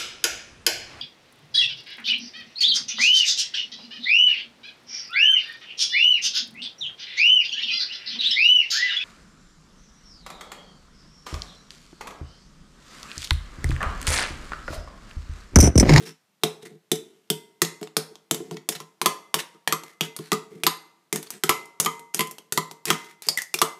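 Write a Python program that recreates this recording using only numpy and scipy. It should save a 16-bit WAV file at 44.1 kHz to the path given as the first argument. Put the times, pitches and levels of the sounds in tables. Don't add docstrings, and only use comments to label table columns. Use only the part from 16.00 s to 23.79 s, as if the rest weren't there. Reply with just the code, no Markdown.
import sys
import numpy as np
from scipy import signal
from scipy.fft import rfft, irfft
from scipy.io import wavfile

SR = 44100
rng = np.random.default_rng(int(sys.argv[2]) if len(sys.argv) > 2 else 0)


def wav_record(signal):
    frames = np.transpose(np.atleast_2d(signal))
    bounded = np.clip(frames, -1, 1)
    quanta = np.round(bounded * 32767).astype(np.int16)
    wavfile.write(sys.argv[1], SR, quanta)


def undo_db(level):
    steps = np.asarray(level, float) / 20
    return 10 ** steps


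N = 343539

# time t/s, crack level/dB, counter thud level re crack/dB, shell pitch f/Hz,
# treble level re crack/dB
JABS = [(0.434, -3, -18.5, 3530, -15), (0.915, -14, -7.5, 3690, -2.5), (.955, -32, -30, 5400, -3.5),
        (1.3, -10, -15, 3400, -7), (1.617, -1, -21.5, 2000, -12), (1.648, -18.5, -21, 3850, -11),
        (1.812, -33, -0.5, 1250, -15), (1.828, -23.5, -33.5, 7360, -18), (1.872, -31, -32, 2820, -25),
        (1.966, -3.5, -23.5, 5190, -13), (2.154, -31.5, -32, 3700, -24), (2.31, -4.5, -21.5, 7240, -14.5),
        (2.344, -20, -15, 3670, -6.5), (2.401, -37, 3.5, 1010, -23), (2.51, -22.5, -10.5, 1070, -21),
        (2.568, -25.5, -23.5, 2050, -36), (2.688, -11, -23, 3330, -7), (3.014, -6.5, -30.5, 1013, -16.5),
        (3.341, -4, -31.5, 996, -11.5), (3.674, -4.5, -33, 2060, -17), (3.834, -26.5, -23.5, 930, -15),
        (4.008, -5.5, -23.5, 3120, -19), (4.039, -34, -33, 3720, -15), (4.163, -27.5, -32, 4740, -3.5),
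        (4.188, -27.5, -6.5, 1160, -15.5), (4.634, -8.5, -25.5, 2510, -14.5),
        (5.126, -12.5, -15.5, 2070, -8), (5.158, -22.5, -23, 2000, -2), (5.227, -34.5, -25, 3400, 0),
        (5.27, -34, -35.5, 4500, -19), (5.303, -33.5, -26, 6550, 5.5), (5.435, -6, -19.5, 1220, -12),
        (5.655, -54.5, -30, 7000, 6), (5.799, -10.5, -25, 6640, -0.5), (5.847, -22, -17, 5000, -4),
        (5.993, -35.5, -18.5, 2050, -9), (6.144, -22.5, -16.5, 3330, 3.5), (6.168, -37, -33, 7500, 0),
        (6.179, -28, -26, 4000, -14), (6.271, -41, -30, 1100, 2.5), (6.31, -45, -18, 1160, 11),
        (6.382, -28.5, -26, 3010, -13.5), (6.522, -15, -28, 1720, -4), (6.711, -25.5, -24, 950, -12),
        (6.853, -18.5, -36, 4550, -5), (6.888, -22, -23, 2000, -13), (7.043, -37, -35, 3300, -14),
        (7.22, -32, -52, 4160, -3), (7.266, -38, -5, 6200, -2), (7.285, -10.5, -48, 4810, -6.5),
        (7.293, -27.5, -15.5, 4940, -9.5), (7.373, -27.5, -57, 1930, 3), (7.384, -24.5, -53, 1850, -5.5),
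        (7.418, -40.5, -50, 1970, 12), (7.54, -10, -25.5, 2610, -9.5), (7.587, -16, -51, 5520, -17)]
# time t/s, crack level/dB, then levels re crack/dB of
KNOCKS = [(2.801, -24, -20, -17, -50.5), (3.058, 2.5, -29.5, -20, -51), (3.546, -52.5, -2, -9, -28),
          (3.723, -3.5, -27.5, -17.5, -49.5), (4.317, -7, -15, -15, -57),
          (4.329, -8.5, -26.5, -28.5, -51.5), (4.665, 2.5, -30.5, -21.5, -54.5),
          (5.492, 3, -29.5, -20.5, -48), (5.859, -8.5, -22, -12, -38), (6.192, -8, -20, -19, -59),
          (6.206, -5.5, -29, -22, -75), (6.574, -4, -23, -16, -46.5), (6.902, -0.5, -24.5, -18.5, -49.5),
          (7.615, 3.5, -28, -20.5, -53)]
# start t/s, length t/s, crackle level/dB, rumble level/dB, resonance f/Hz
SLIDES = [(-.01, 0.079, -37, -39.5, 3700), (.05, .085, -35.5, -45, 5460),
          (0.409, 0.059, -57.5, -61.5, 3700), (0.615, 0.035, -42.5, -40, 3740),
          (0.647, 0.042, -39, -43.5, 2000), (0.686, 0.09, -56.5, -45.5, 3800),
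          (1.047, 0.56, -64, -77, 3000), (1.816, 0.069, -44, -51, 5300), (2.097, 0.041, -59, -46, 3060),
          (2.358, 0.27, -52.5, -44, 5200), (2.516, 0.039, -38, -31, 4930), (2.56, 0.027, -41, -46, 2400),
          (2.612, 0.017, -49.5, -62.5, 2000), (2.715, .03, -25.5, -51, 5300),
          (2.748, 0.024, -23, -33, 3920), (2.799, 0.042, -44.5, -50, 2800), (3.352, 0.023, -44, -31, 4150),
          (3.386, 0.031, -16, -42, 2790), (3.401, 0.034, -34, -43, 3860), (3.53, 0.038, -56.5, -59.5, 2130),
          (3.854, .1, -45.5, -66, 2100), (4.007, 0.073, -27, -38.5, 3400), (4.199, 0.13, -41, -65, 4200),
          (4.5, 0.15, -51.5, -43, 2150), (5.137, 0.065, -29.5, -30, 6500), (5.23, 0.1, -45, -59, 3500),
          (5.313, 0.085, -40.5, -49, 8100), (5.821, 0.054, -30, -35.5, 5000),
          (5.899, 0.093, -43, -53, 7500), (6.137, 0.087, -30.5, -46, 6540), (6.214, 0.13, -57, -49, 5500),
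          (6.543, 0.032, -55, -43, 7200), (6.86, 0.1, -25.5, -34.5, 2410), (6.972, 0.18, -41, -60, 2100),
          (7.23, 0.067, -35.5, -67, 4850), (7.298, 0.05, -51, -59, 4600), (7.379, 0.069, -32, -72, 6540),
          (7.554, 0.035, -36, -60, 4580)]
# t/s, level/dB
PINGS = [(3.059, -26.5), (3.724, -27), (4.666, -21), (5.492, -21.5), (5.858, -35), (6.191, -28),
         (6.576, -31.5)]
# t/s, level/dB, first f/Hz, last f/Hz, t60/s
SQUEAKS = [(7.373, -10.5, 2090, 1830, 0.031), (7.386, -16.5, 1951, 1680, 0.028),
           (7.399, -32, 1820, 1660, 0.04), (7.419, -24, 2000, 1900, 0.029)]
# t/s, level re crack/dB
RIM_REACH = [(.4, -66), (1.3, -45.5), (2, -63), (3.35, -49), (5.1, -57.5), (5.8, -42.5), (6.5, -79),
             (7.5, -61.5)]
# t/s, level re crack/dB
SHELL_RING = [(.43, -19), (.9, -10), (1.3, -14.5), (1.62, -24.5), (3.0, -20.5), (7.2, -20), (7.28, -7.5),
              (7.4, -5.5), (7.54, -15.5)]

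# f/Hz, level/dB, t60/s
COUNTER_MODES = [(159.4, -0.5, 0.19), (203.6, -2.5, 0.11), (218.3, -7.5, 0.12), (262, -13, 0.25),
                 (313.6, -6.5, 0.099), (341.5, 6.5, 0.062), (392, 1.5, 0.09), (438, -1, 0.18),
                 (480, -17.5, 0.028), (651, -7, 0.052), (727, -15, 0.15)]
DAMPED_BOWL_MODES = [(1050, -20.5, 0.019), (1004, -4, 0.1), (1023, -0.5, 0.096), (1162.5, 9, .035),
                     (1220, -0.5, 0.11), (1309, -3, 0.11), (1250, -2, 0.088), (2000, 13, .012),
                     (3150, 9, 0.012), (3400, -27.5, 0.019), (6750, 1, .01)]
RIM_MODES = [(938, -2, .65), (941, -12, .5), (2053, -1, .65), (2057.5, -8, .5), (3375, -16, .3)]
STEEL_MODES = [(11490, 0, .045), (11620, -6, .02)]

# f/Hz, relative density level/dB per Hz
CRACK_SPECTRUM = [(180, -25.5), (300, -7.5), (1230, 4.5), (1620, -6), (3530, 3), (4530, 0), (7000, -2.5),
                  (9100, -25.5), (15400, -120)]
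TREBLE_SPECTRUM = [(4000, -11), (6000, -2.5), (9000, -3), (13000, -5.5), (15500, -17), (18000, -26.5)]
SCRAPE_SPECTRUM = [(410, -24.5), (700, -3.5), (1500, 2), (2100, 4), (2330, 1.5), (9480, -4.5),
                   (14800, -12.5), (16000, -36)]
HUSH_SPECTRUM = [(24, -80), (40, -33.5), (189, 1), (262, -13.5), (733, -14.5), (942, -15), (3380, -19.5),
                 (12800, -27), (14100, -26.5), (16000, -44.5)]

# delay t/s, level/dB
ECHOES = [(.0011, -25), (.0022, -22), (0.0139, -23.5), (0.021, -32), (.031, -28.5), (0.04, -36.5)]
# f/Hz, t60/s
KITCHEN_DECAY = [(100, 0.14), (300, 0.43), (1000, 0.29), (3000, 0.22), (7000, 0.22), (14000, 0.16)]

BLOW_DELAY_S = 0.0015
BOUNCE_S, BOUNCE_DB = 0.0088, -15
KNOCK_TREBLE_DB = -16
SLIDE_RISE_S = 0.01
SLIDE_FADE_DB, RUMBLE_FADE_DB = -13.5, -16
STUTTER_DB, STUTTER_S = 2.5, 0.015
KITCHEN_DB = -10.5
LATE_DB, LATE_SLOWER = -16.5, 2.6
HUSH_DB = -70
MIC_LOW_HZ, MIC_TOP_HZ = 130, 15600


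def jabs(near, bodies):
    for s, db, thud_db, hz, treble_db in JABS:
        shell = ring(shell_modes(hz), 0.1, spread_db=0, rise=0.0016, chatter=0.15)
        shell_db = np.interp(s, *np.transpose(SHELL_RING))
        rim_db = np.interp(s, *np.transpose(RIM_REACH))
        blow(s, db, thud_db, treble_db, rim_db, undo_db(shell_db) * shell, near, bodies)


def knocks(near, bodies):
    for s, db, thud_db, knock_db, rim_db in KNOCKS:
        bowl = ring(DAMPED_BOWL_MODES, 0.2, spread_db=1.5, rise=0.00073, detune=0.0018, chatter=0.14)
        bowl = undo_db(knock_db) * bowl
        blow(s, db, thud_db, KNOCK_TREBLE_DB, rim_db, bowl, near, bodies)
        crack = 0.66 * burst(CRACK_SPECTRUM, snap=0.0015, tail=0.0013, tail_db=-18, click_db=0.5)
        add(near, s + BLOW_DELAY_S + BOUNCE_S, undo_db(db + BOUNCE_DB) * (crack + bowl[:4096]))


def blow(s, db, thud_db, treble_db, rim_db, body, near, bodies):
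    s = s + BLOW_DELAY_S
    crack = burst(CRACK_SPECTRUM, snap=0.00065, tail=0.0051, tail_db=-11, click_db=8.5)
    treble = burst(TREBLE_SPECTRUM, snap=0.00043, tail=0.0066, tail_db=-10, click_db=0)
    thud = ring(COUNTER_MODES, 0.54, spread_db=2.5, rise=0.0044, detune=0.016, chatter=0.031)
    rim = ring(RIM_MODES, 0.93, spread_db=0, rise=0.011)
    add(near, s, undo_db(db) * 0.41 * crack)
    add(near, s, undo_db(db + treble_db) * 2.67 * treble)
    add(near, s, undo_db(db) * body)
    add(bodies, s, undo_db(db + thud_db) * thud)
    add(bodies, s, undo_db(db + rim_db) * rim)


def shell_modes(hz, count=5):
    steps = np.linspace(-1, 1, num=count) + 0.11 * rng.standard_normal((2, count))
    cluster = [(f, 0, 0.008) for f in hz * (1 + 0.07 * steps[0])]
    hollow = [(f, -15, 0.01) for f in 3450 * (1 + 0.09 * steps[1])]
    return cluster + hollow


def burst(spectrum, snap, tail, tail_db, click_db):
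    t = np.arange(4096) / SR
    shape = np.exp(-t / snap) + undo_db(tail_db) * np.exp(-t / tail)
    shape = shape * np.minimum(t / 0.00023, 1)
    noise = evened(coloured(rng.standard_normal(len(t)), spectrum))
    return undo_db(click_db) * click(spectrum) + noise * shape


def click(spectrum):
    db = np.maximum(read(spectrum, np.fft.rfftfreq(4096, 1 / SR)), -50)
    cepstrum = irfft(np.log(undo_db(db)))
    cepstrum[1:2048] *= 2
    cepstrum[2049:] = 0
    pulse = irfft(np.exp(rfft(cepstrum)))
    return pulse / abs(pulse).max()


def ring(modes, seconds, spread_db, rise, detune=0.0, chatter=0.0):
    hz, db, t60 = np.transpose(modes)[:, :, None]
    t = np.arange(round(seconds * SR)) / SR
    draw = rng.standard_normal((3, len(modes), 1))
    sines = np.sin(2 * np.pi * hz * (1 + detune * draw[2]) * t)
    strength = np.sign(draw[0]) * undo_db(db + spread_db * draw[1] - 60 * t / t60)
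    rung = (strength * sines).sum(0) * (1 - np.exp(-t / rise))
    contact = chatter * rng.standard_normal(900) * np.exp(-np.arange(900) / SR / 0.0042)
    contact[0] = 1
    return evened(signal.oaconvolve(rung, contact), count=600)


def pings(near):
    for s, db in PINGS:
        add(near, s, undo_db(db) * ring(STEEL_MODES, 0.2, spread_db=1.5, rise=0.00043))


def squeaks(near):
    t = np.arange(3000) / SR
    for s, db, first_hz, last_hz, t60 in SQUEAKS:
        hz = last_hz + (first_hz - last_hz) * np.exp(-t / 0.015)
        tone = np.sin(2 * np.pi * np.cumsum(hz) / SR)
        add(near, s, undo_db(db - 60 * t / t60) * np.minimum(t / 0.0035, 1) * tone)


def slides():
    t = np.arange(N) / SR
    swing = signal.oaconvolve(rng.standard_normal(N), np.hanning(STUTTER_S * SR), "same")
    stutter = undo_db(STUTTER_DB * evened(swing))
    crackle_gain, rumble_gain = np.zeros((2, N))
    for s, length, crackle_db, rumble_db, _ in SLIDES:
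        done = (t - s) / length
        moving = np.clip(np.minimum(t - s, s + length - t) / SLIDE_RISE_S, 0, 1)
        crackle_gain += moving * undo_db(crackle_db + SLIDE_FADE_DB * done ** 2)
        rumble_gain += moving * undo_db(rumble_db + RUMBLE_FADE_DB * done ** 2)
    shorter = [(hz, db, t60 * 0.72) for hz, db, t60 in COUNTER_MODES]
    counter = ring(shorter, 0.3, spread_db=2, rise=0.0038)
    shaking = rng.standard_normal(N) * rumble_gain * stutter
    rumble = signal.oaconvolve(shaking, counter / np.linalg.norm(counter))[:N]
    return scraping() * crackle_gain * stutter, rumble


def scraping(grains_per_s=2500, grain_db=2.5, hiss=0.7, peak_db=9, peak_octaves=0.12):
    sizes = undo_db(grain_db * np.minimum(rng.exponential(1, N), 5))
    grains = (rng.random(N) < grains_per_s / SR) * sizes * rng.standard_normal(N)
    rough = coloured(evened(grains) + hiss * rng.standard_normal(N), SCRAPE_SPECTRUM)
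    start, _, _, _, peak_hz = np.transpose(SLIDES)
    hz, frame_s, z = signal.stft(rough, SR, nperseg=256)
    latest = np.maximum(np.searchsorted(start, frame_s) - 1, 0)
    off = np.log2((hz[:, None] + 1) / peak_hz[latest]) / peak_octaves
    boosted = z * undo_db(peak_db * np.exp(-off ** 2))
    return evened(signal.istft(boosted, SR, nperseg=256)[1][:N])


def kitchen(x):
    early = np.zeros(SR // 10)
    early[0] = 1
    for s, db in ECHOES:
        early[round(s * SR)] = undo_db(db)
    out = signal.oaconvolve(x, early)[:N]
    for k in range(3):
        turn = np.sqrt(2 / 3) * np.cos(2 * np.pi * (1.3 * np.arange(N) / SR + k / 3))
        out += undo_db(KITCHEN_DB) * signal.oaconvolve(x * turn, kitchen_tail())[:N]
    return out


def kitchen_tail():
    at = np.arange(100, SR // 2, 10)
    taps = np.zeros(SR // 2 + 10)
    signs = rng.choice([-1.0, 1.0], len(at))
    taps[at + rng.integers(0, 10, len(at))] = signs * (1 - np.exp(-at / SR / 0.0014))
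    hz, t, z = signal.stft(taps, SR, nperseg=256)
    fall_db = -60 * t / read(KITCHEN_DECAY, hz)[:, None]
    decay = undo_db(fall_db) + undo_db(LATE_DB + fall_db / LATE_SLOWER)
    tail = signal.istft(z * decay, SR, nperseg=256)[1]
    return tail / np.linalg.norm(tail)


def hush():
    return undo_db(HUSH_DB) * evened(coloured(rng.standard_normal(N), HUSH_SPECTRUM))


def read(points, hz):
    f, value = np.transpose(points)
    return np.interp(np.log(hz + 1), np.log(f + 1), value)


def evened(x, count=None):
    return x / np.sqrt(np.mean(x[:count] ** 2) + 1e-20)


def coloured(x, spectrum):
    gain = undo_db(read(spectrum, np.fft.rfftfreq(len(x), 1 / SR)))
    return irfft(rfft(x) * gain, len(x))


def add(mix, s, sound):
    part = mix[round(s * SR):][:len(sound)]
    part += sound[:len(part)]


def scene():
    near, bodies = np.zeros((2, N))
    jabs(near, bodies)
    knocks(near, bodies)
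    pings(near)
    squeaks(near)
    crackle, rumble = slides()
    in_room = kitchen(near + 0.38 * crackle + 0.67 * bodies)
    return (in_room + 0.37 * bodies + rumble + hush())[None]


def low_pass(x):
    return signal.sosfilt(signal.butter(12, 16530, fs=SR, output="sos"), x)


def record(dry):
    bass_cut = signal.butter(2, MIC_LOW_HZ, "high", fs=SR, output="sos")
    x = signal.sosfilt(bass_cut, dry)
    x = signal.oaconvolve(x, signal.firwin(255, MIC_TOP_HZ, fs=SR)[None], "same")
    ceiling = 0.7
    mix = ceiling * np.tanh(x / ceiling)
    return low_pass(mix)


dry = scene()
out = record(dry)
wav_record(out)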